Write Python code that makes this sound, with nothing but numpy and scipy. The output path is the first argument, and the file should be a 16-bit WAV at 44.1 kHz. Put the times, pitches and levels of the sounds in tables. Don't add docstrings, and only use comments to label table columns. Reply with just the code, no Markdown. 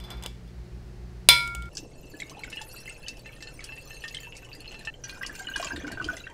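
import sys
import numpy as np
from scipy import signal
from scipy.fft import rfft, irfft, next_fast_len
from scipy.io import wavfile

SR = 44100
rng = np.random.default_rng(int(sys.argv[2]) if len(sys.argv) > 2 else 0)


def file_out(sig):
    cols = np.atleast_2d(sig).T
    lim = np.clip(cols, -1, 1)
    pcm = np.round(lim * 32767).astype(np.int16)
    wavfile.write(sys.argv[1], SR, pcm)


N = 279153
TIME = np.arange(N) / SR


def from_db(db):
    return 10 ** (np.asarray(db) / 20)


def rms_one(x):
    return x / np.sqrt(np.mean(x ** 2) + 1e-20)


def at_hz(points, hz):
    f, db = np.transpose(points)
    return np.interp(np.log(np.maximum(hz, 1)), np.log(f), db)


def noise(spectrum):
    size = next_fast_len(N)
    hz = np.arange(size // 2 + 1) * SR / size
    coloured = rfft(rng.standard_normal(size)) * from_db(at_hz(spectrum, hz))
    return rms_one(irfft(coloured, size)[:N])


def drift(rate):
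    knots = rng.standard_normal(2000)
    return rms_one(np.interp(TIME * rate, np.arange(len(knots)), knots))


def during(start, end):
    return np.interp(TIME, [start - .004, start, end - .004, end], [0, 1, 1, 0])


def add(out, s, sound):
    i = max(int(s * SR), 0)
    out[i:i + len(sound)] += sound[:max(N - i, 0)]


def blows(times, levels_db, t60=None):
    out = np.zeros(N)
    for s, db in zip(times, levels_db):
        add(out, s, from_db([db]))
    if t60 is None:
        return out
    decay = from_db(-60 / (t60 * SR))
    return signal.lfilter([1], [1, -decay], out + 1e-18)


def ring(drive, modes):
    out = np.zeros(N)
    for k, (hz, db, t60) in enumerate(modes):
        radius, angle = from_db(-60 / (t60 * SR)), 2 * np.pi * hz / SR
        poles = [1, -2 * radius * np.cos(angle), radius ** 2]
        out += (-1) ** k * from_db(db) * signal.lfilter([0, np.sin(angle)], poles, drive + 1e-18)
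    return out


def echoes(x, t60, dull_hz):
    t, white = TIME[:SR], rng.standard_normal(SR)
    low = signal.sosfilt(signal.butter(2, min(dull_hz, .45 * SR), fs=SR, output="sos"), white)
    tail = low * from_db(-60 * t / t60) + (white - low) * from_db(-60 * 2 * t / t60)
    tail *= t > .002
    return signal.fftconvolve(x, tail / np.sqrt(np.sum(tail ** 2)))[:N]


CLASP_ROOM = [(12, -37), (20, -7), (47, 3), (125, -10), (166, -3), (281, -14.5), (361, -10.5), (596, -20.5),
              (745, -19.5), (1040, -26), (1870, -26), (3640, -33.5), (4300, -30.5), (15500, -50)]
POUR_ROOM = [(20, 1.5), (44, 4), (85, -8.5), (125, 0.5), (213, -15.5), (500, -10), (1200, -30.5),
             (3000, -38), (7000, -34.5), (15500, -58)]
CLASP_ROOM_DB, POUR_ROOM_DB = -48.5, -48
CLASP_END_S = 1.692


def clasp_room():
    return from_db(CLASP_ROOM_DB) * noise(CLASP_ROOM)


def pour_room():
    return from_db(POUR_ROOM_DB) * noise(POUR_ROOM) * (TIME > CLASP_END_S)


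# [multiple of the mains frequency, rms level before wavering/dB, rms waver/dB]
HUM = [(1, -44.5, 4), (2, -48.5, 0.6), (3, -55, -0.6), (4, -67.5, 1.5), (6, -60.5, 1.4)]
MAINS_HZ, HUM_WAVERS_PER_S = 60, 12
MOTOR_HZ, MOTOR_DB = 53, -49


def hum():
    def line(hz):
        return np.sqrt(2) * np.sin(2 * np.pi * (hz * TIME + rng.random()))
    mains = np.zeros(N)
    for multiple, db, waver_db in HUM:
        mains += from_db(db + waver_db * drift(HUM_WAVERS_PER_S)) * line(round(multiple) * MAINS_HZ)
    return mains + from_db(MOTOR_DB) * line(MOTOR_HZ)


# [f/Hz, relative level/dB, T60/s]
GLASS = [(964, -22, 0.53), (975, -22, 0.35), (1389, -13, 1.1), (2223, -8, 0.71), (2320, -5, 0.4),
         (3273, -18, 0.35), (3397, -8, 0.27), (3445, -6, 0.16), (3494, 0, 0.21), (3526, -6, 0.24),
         (4027, -18, 0.29), (4107, -11, 0.3), (4791, -19, 0.35), (5238, -14, 0.2), (5416, -24, 0.38),
         (5534, -19, 0.29), (5975, -31, 0.36), (6282, -17, 0.24), (6460, -24, 0.23), (7004, -46, 0.78),
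         (7483, -29, 0.36), (7736, -30, 0.34), (8376, -23, 0.28), (8710, -18, 0.16), (9345, -20, 0.15),
         (10160, -23, 0.18), (10320, -26, 0.18), (11320, -30, 0.28), (12280, -23, 0.16), (13450, -15, 0.14),
         (13860, -13, 0.11)]
# [f/Hz, relative level per Hz/dB]
BUZZ = [(150, -21), (700, -12), (1200, -21.5), (2100, 5), (2700, -8), (3400, 12), (3800, -15), (4150, -5.5),
        (4500, -8.5), (4850, 11), (5800, -17), (8400, -10), (13500, -20), (16000, -25.5)]
# [t/s, relative crack level/dB, relative glass ring level/dB]
CLASP = [(.001, -38.5, -47), (0.0382, -53, -42), (0.1038, -28.5, -37), (.169, -58, -51), (0.225, -33, -42),
         (0.237, -26.5, -49), (0.2612, -18.5, -41.5), (.476, -51, -60), (1.476, -26, -66),
         (1.5499, -20.5, -48), (1.623, -34, -52), (1.657, -41, -63)]


def wire_ticks():
    times, crack_db, ring_db = np.transpose(CLASP)
    wire = noise([(500, -2), (2200, -18), (3100, 11.5), (4500, -11.0), (8000, -1.0), (15000, -16.5)])
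    ticks = from_db(-6) * blows(times, crack_db, t60=0.016) * wire
    touched = [(hz, db - 3.5 - 9 * (hz < 3000), t60 * 0.83) for hz, db, t60 in GLASS]
    ticks += ring(blows(times, ring_db), touched)
    return ticks + from_db(-8.5) * blows(times, ring_db, t60=0.16) * noise(BUZZ)


# [f/Hz, relative level per Hz/dB]
CRACK = [(200, -21.5), (900, -6.5), (1900, -9.5), (3000, 4.5), (4200, 1.5), (6000, -11.5), (9000, -4),
         (14000, -9.5), (16000, -18)]
# [f/Hz, level added to the mode/dB]
SNAP_REACH = [(960, -6.5), (1400, -11.5), (2220, -10.5), (2320, -12), (3400, -12.5), (4100, -5.5),
              (4800, -5.5), (5500, -11.5), (8400, -11.5), (11000, -13), (13800, -13.5)]
SNAP_S, SNAP_CRACK_DB = 1.288, 6


def snap():
    crack = blows([SNAP_S], [SNAP_CRACK_DB], t60=0.014) * noise(CRACK)
    buzz = blows([SNAP_S], [-16], t60=0.25) * noise(BUZZ)
    reached = [(hz, db + at_hz(SNAP_REACH, hz), t60) for hz, db, t60 in GLASS]
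    glass = ring(blows([SNAP_S], [0]), reached)
    thump = ring(blows([SNAP_S], [-34]), [(72, -2, 0.36), (135, 1, 0.49)])
    return crack + buzz + glass + thump


def fingers():
    skin = noise([(150, 1), (500, 1), (900, 4), (1500, -1), (4000, -13), (12000, -59)])
    return from_db(-53.5 + 4.5 * drift(43.0)) * during(0, .28) * skin


def clasp():
    direct = wire_ticks() + snap() + fingers()
    return direct + from_db(-15.5) * echoes(direct, t60=0.35, dull_hz=11050)


# [t/s, level/dB]
BOOM = [(5.5, -78), (5.58, -59), (5.72, -52), (5.8, -47), (5.87, -44), (6.14, -43.5), (6.17, -69)]
# [f/Hz, relative level/dB, T60/s]
BOOM_MODES = [(72.7, -2, 0.27), (300.5, 3, 0.13), (360, -6, .1), (680, -4, .08)]


def boom():
    level = from_db(np.interp(TIME, *np.transpose(BOOM), left=-120))
    drive = rng.standard_normal(N) * from_db(3.8 * drift(45))
    return level * rms_one(ring(drive, BOOM_MODES))


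def bubble(hz, t60, rise, swell_cycles):
    t = TIME[:int(t60 * SR) + 2]
    phase = 2 * np.pi * hz * t * (1 + rise * (t / t60 - .3) / 2)
    return np.sin(phase) * from_db(-60 * t / t60) * (1 - np.exp(-t * hz / swell_cycles))


def fizz(span, spectrum, low_hz, high_hz, per_s, spread_db, cycles):
    out, length = np.zeros(N), span[1] - span[0]
    when, size, strength, life = rng.random((int(per_s * length), 4)).T
    pitches = low_hz * (min(high_hz, .45 * SR) / low_hz) ** size
    strength_db = spread_db * np.minimum(-np.log(strength), 2.5)
    gains = pitches * from_db(at_hz(spectrum, pitches) + strength_db)
    lives_s = cycles * (.5 + life) / pitches
    for s, hz, gain, t60 in zip(span[0] + when * length, pitches, gains, lives_s):
        add(out, s, gain * bubble(hz, t60, rise=25 / hz, swell_cycles=0.19))
    return rms_one(out) * np.sqrt(length * SR / N)


def within(span, rows):
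    return [row for row in rows if span[0] <= row[0] < span[1]]


LESSER_PER_S, LESSER_SPREAD_DB = 12, 1.5
LESSER_LOW_HZ, LESSER_HIGH_HZ = 1306, 7240


def lesser_events(stream):
    s, _, bubbling_db, _ = np.transpose(stream)
    when, size, strength = rng.random((200, 3)).T
    times = s[0] + (np.arange(len(when)) + when) / LESSER_PER_S
    pitches = LESSER_LOW_HZ * (LESSER_HIGH_HZ / LESSER_LOW_HZ) ** size
    levels_db = np.interp(times, s, bubbling_db) + LESSER_SPREAD_DB * (2 * strength - 1)
    return np.array([times, pitches, levels_db])[:, times < s[-1]]


# [t/s, f/Hz, relative level/dB, T60/s]
PLOPS = [(1.771, 5500, -29, .025), (2.139, 1706, -41.5, 0.1), (2.2, 2036, -31, .035),
         (2.22, 2190, -22, .025), (2.316, 1076, -37.5, .04), (2.369, 814, -32.5, 0.04),
         (2.39, 866, -37, .045), (2.435, 2213, -25, 0.028), (2.477, 1480, -37.5, 0.032),
         (2.529, 2890, -35, 0.05), (2.57, 2860, -30, 0.064), (2.592, 1696, -34.5, 0.034),
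         (2.61, 875, -36.5, 0.093), (2.744, 1380, -36.5, 0.024), (2.877, 2090, -30, 0.039),
         (2.895, 8180, -37, 0.035), (3.064, 2990, -33, 0.044), (3.291, 2261, -36, 0.024),
         (3.472, 4290, -35.5, 0.033), (3.592, 2245, -32, .03), (3.605, 2000, -34.5, 0.028),
         (3.692, 1670, -38, .03), (4.039, 1825, -31.5, .11), (4.141, 2090, -34, 0.037),
         (4.147, 3090, -31.5, 0.036), (4.169, 3120, -24, 0.024), (4.271, 950, -37.5, 0.035),
         (4.53, 4600, -34.5, 0.028), (4.677, 4230, -36.5, 0.071), (4.872, 1798, -36, .18),
         (4.94, 3100, -39, 0.036), (5.038, 5890, -33.5, 0.089), (5.173, 1020, -38.5, 0.027),
         (5.211, 1593, -29, .08), (5.232, 1940, -21.5, 0.024), (5.295, 1713, -30, 0.054),
         (5.41, 750, -37.5, .08), (5.47, 2927, -26.5, .045), (5.538, 2950, -30.5, 0.075),
         (5.559, 1627, -20, .05), (5.598, 687, -18, 0.031), (5.627, 1093, -24.5, .045),
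         (5.646, 1137, -32, 0.058), (5.653, 640, -30.5, 0.038), (5.672, 2660, -24.5, 0.023),
         (5.715, 1660, -27, 0.04), (5.76, 1810, -32.5, 0.043), (5.801, 1760, -34, 0.037),
         (5.837, 291, -24.5, 0.052), (5.879, 1485, -26, 0.033), (5.999, 1504, -22.5, 0.065),
         (6.043, 3080, -22.5, 0.014), (6.087, 1491, -18, 0.048), (6.129, 661, -33, 0.058),
         (6.142, 1630, -33, .025), (6.169, 2020, -32, 0.033), (6.202, 3910, -38.5, 0.049),
         (6.239, 2720, -37, 0.056), (6.269, 1830, -27.5, .02)]
LESSER_PLOP_DB, LESSER_T60_S = 6, 0.058


def plops(span, lesser, satellite_db):
    out = np.zeros(N)
    rows = within(span, PLOPS)
    rows += [(s, hz, db + LESSER_PLOP_DB, LESSER_T60_S) for s, hz, db in zip(*lesser)]
    for s, hz, db, t60 in rows:
        add(out, s, from_db(db + 1.5) * bubble(hz, t60, rise=0.033, swell_cycles=2.26))
        for delay, size, strength in rng.random((3, 3)):
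            other = bubble(hz * 2 ** (1.7 * (size - .5)), t60 * 0.63, rise=0.016, swell_cycles=0.79)
            add(out, s + .018 * delay, from_db(db + satellite_db - 8.1 * strength) * other)
    return out


SLAP_DB, SLAP_T60_S, SLAP_WIDTH_OCTAVES = -7.5, 0.019, 0.83


def slaps(rows):
    out, t = np.zeros(N), TIME[:SR // 20]
    for s, hz, db in rows:
        edges = np.clip(hz * 2 ** (SLAP_WIDTH_OCTAVES * np.array([-.5, .5])), 100, .45 * SR)
        band = signal.butter(2, edges, "band", fs=SR, output="sos")
        hiss = rms_one(signal.sosfilt(band, rng.standard_normal(len(t))))
        add(out, s, from_db(db + SLAP_DB - 60 * t / SLAP_T60_S) * hiss)
    return out


# [t/s, centre f/Hz, relative level/dB]
SPLASHES = [(1.752, 5960, -33.5), (1.77, 5050, -22), (2.201, 3000, -29), (2.296, 5070, -30.5),
            (2.436, 3200, -31.5), (2.501, 5500, -33.5), (2.528, 3500, -36), (2.615, 4870, -28.5),
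            (3.083, 5000, -23), (3.17, 6500, -39.5), (3.425, 4600, -29.5), (3.606, 3560, -37),
            (3.641, 6400, -29), (4.039, 2930, -31), (4.08, 4050, -27.5), (4.146, 3470, -27),
            (4.367, 5500, -30.5), (4.742, 4500, -36), (4.851, 4960, -31.5), (5.041, 5500, -33.5),
            (5.095, 3970, -28), (5.264, 4960, -23), (5.353, 7000, -31), (5.392, 4500, -31),
            (5.561, 4500, -22), (5.579, 6200, -29), (5.598, 6040, -28.5), (5.627, 3480, -24),
            (5.646, 3950, -25), (5.761, 3000, -30.5), (5.877, 5000, -33), (5.919, 6430, -33),
            (6.044, 4060, -23.5), (6.168, 6150, -30.5)]
# [f/Hz, relative level per Hz/dB]
DROPLETS = [(1000, -19), (2500, 5.5), (5500, 5.5), (9000, 3.5), (15000, -42)]
LESSER_SPLASH_DB = 9.5


def splashes(span, lesser):
    when, pitches, size_db = lesser
    rows = within(span, SPLASHES) + list(zip(when, 2 * pitches, size_db + LESSER_SPLASH_DB))
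    times, _, splash_db = np.transpose(rows)
    droplets = fizz(span, DROPLETS, 1200, 14930, per_s=800, spread_db=6, cycles=58)
    shower = from_db(-16.0) * blows(times, splash_db, t60=0.072) * droplets
    return slaps(rows) + shower


# [t/s, relative level/dB]
BURSTS = [(2.528, -34.5), (2.572, -36), (2.609, -40), (2.858, -40), (3.259, -37), (3.425, -37.5),
          (3.473, -39.5), (3.722, -37.5), (3.907, -40), (4.039, -35.5), (4.147, -42), (4.233, -40.5),
          (4.744, -38), (4.873, -28.5), (5.039, -43.5), (5.095, -40), (5.232, -36.5), (5.559, -33.5),
          (5.598, -36), (5.629, -37)]
LESSER_BURST_DB = -2
BURST_SOFT_HZ = 3700


def bottle_air(span, lesser, air_modes, wet, air_db):
    when, _, size_db = lesser
    rows = within(span, BURSTS) + list(zip(when, size_db + LESSER_BURST_DB))
    times, burst_db = np.transpose(rows)
    air = np.zeros(N)
    soft = signal.butter(2, min(BURST_SOFT_HZ, .45 * SR), fs=SR, output="sos")
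    for hz, db, t60 in air_modes:
        chance_db = min(db, 0) * (rng.random(len(times)) - .3)
        push = signal.sosfilt(soft, blows(times, burst_db + chance_db) + 1e-18)
        air += ring(push + from_db(air_db) * wet, [(hz, db, t60)])
    return air


# [f/Hz, relative level per Hz/dB]
GURGLE = [(76, -33), (130, 7.5), (242, -6), (285, 4.5), (401, -10.5), (683, -9.5), (900, -12.5),
          (1170, -42), (1980, -120)]


def pour(span, stream, air_modes, spectrum, air_db, bubbling_db, spray_db, wash_db, gurgle_db, lesser_db):
    s, *levels = np.transpose(stream)
    gurgle, bubbling, spray = [from_db(np.interp(TIME, s, db, left=-70)) for db in levels]
    low_bubbles = fizz(span, GURGLE, 171, 1040, per_s=200, spread_db=3.0, cycles=12.0)
    churn = gurgle * from_db(gurgle_db) * low_bubbles
    mid_bubbles = fizz(span, spectrum, 726, 4680, per_s=480, spread_db=8, cycles=45)
    high_bubbles = fizz(span, spectrum, 3987, 15180, per_s=380, spread_db=5, cycles=260)
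    small = bubbling * from_db(bubbling_db) * mid_bubbles + spray * from_db(spray_db) * high_bubbles
    spurts = rms_one(from_db(7.0 * drift(160)))
    small += np.sqrt(bubbling * spray) * from_db(wash_db) * spurts * noise(spectrum)
    when, pitches, size_db = lesser_events(stream)
    lesser = when, pitches, size_db + lesser_db
    large = plops(span, lesser, satellite_db=-8.5)
    wet = small + splashes(span, lesser)
    air = bottle_air(span, lesser, air_modes, wet, air_db)
    inside = from_db(-5) * echoes(wet, t60=0.089, dull_hz=12200)
    inside += from_db(-11.5) * echoes(large, t60=0.28, dull_hz=9100)
    return (churn + wet + large + air + inside) * during(*span)


# [start t/s, end t/s]
SQUARE_POUR = (1.7, 4.904)
# [t/s, relative gurgle level/dB, relative bubbling level/dB, relative spray level/dB]
SQUARE_STREAM = [(1.72, -46.5, -66, -59), (1.89, -52, -64.5, -67), (2.12, -50, -65, -56),
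                 (2.39, -49, -52.5, -65.5), (2.7, -59.5, -55, -49.5), (3.23, -53, -55, -63),
                 (3.96, -60, -54, -53.5), (4.29, -59, -52.5, -61.5), (4.68, -51, -50.5, -64),
                 (4.88, -54, -53, -68)]
# [f/Hz, relative level/dB, T60/s]
SQUARE_AIR = [(867, -17, .15), (1790, -7, .17), (2075, -16, .1), (2674, 0, .17), (2838, -12, .12),
              (2945, -12, .12), (3068, -13, .15), (4122, -12, .18), (5380, -18, .1), (6720, -18, .13),
              (7000, -15, .15), (7710, -17, .14), (8170, -17, .14), (9500, -19, .12)]
# [f/Hz, relative level per Hz/dB]
SQUARE_FIZZ = [(410, -46), (700, -18), (861, -7.5), (1270, -9.5), (1730, -6), (2460, -10), (2730, 7.5),
               (3630, -19.5), (4230, -13), (4580, -19), (15500, -27)]


def square_pour():
    return pour(SQUARE_POUR, SQUARE_STREAM, SQUARE_AIR, SQUARE_FIZZ, air_db=-37.5, bubbling_db=-4.5,
                spray_db=-2.5, wash_db=-8.5, gurgle_db=-3.5, lesser_db=1.5)


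# [start t/s, end t/s]
TALL_POUR = (4.904, 6.34)
# [t/s, relative gurgle level/dB, relative bubbling level/dB, relative spray level/dB]
TALL_STREAM = [(5.05, -58, -53, -51), (5.244, -54, -45.5, -61), (5.37, -52, -49, -52.5),
               (5.548, -55.5, -47, -54.5), (5.718, -46.5, -43.5, -50.5), (5.912, -44.5, -43.5, -70),
               (6.018, -45.5, -46.5, -63), (6.17, -50.5, -49.5, -51), (6.32, -70, -52, -77)]
# [f/Hz, relative level/dB, T60/s]
TALL_AIR = [(1600, 0, .13), (1990, -8, .1), (2460, -3, .14), (2760, -6, .12), (2895, -3, .14),
            (3220, -7, .15), (3960, -12, .12), (4490, -8, .12), (5400, -12, .1), (5950, -12, .12),
            (7530, -15, .1)]
# [f/Hz, relative level per Hz/dB]
TALL_FIZZ = [(410, -40), (700, -18), (872, -5), (1300, -14.5), (1520, 5), (2160, -12.5), (2830, -4.5),
             (4180, -17.5), (6090, -13.5), (11300, -30), (15500, -23.5)]


def tall_pour():
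    return pour(TALL_POUR, TALL_STREAM, TALL_AIR, TALL_FIZZ, air_db=-41, bubbling_db=-4.5,
                spray_db=-2, wash_db=-7.0, gurgle_db=-0.5, lesser_db=-2.5)


def scene():
    closing = (clasp_room() + hum() + clasp()) * during(0, CLASP_END_S)
    pouring = pour_room() + boom() + square_pour() + tall_pour()
    return (closing + pouring)[None]


CUTOFF_HZ = 15650


def record(dry):
    low_pass = signal.ellip(10, .1, 80, CUTOFF_HZ, fs=SR, output="sos")
    return signal.sosfilt(low_pass, np.clip(dry, -1, 1))


dry = scene()
out = record(dry)
file_out(out)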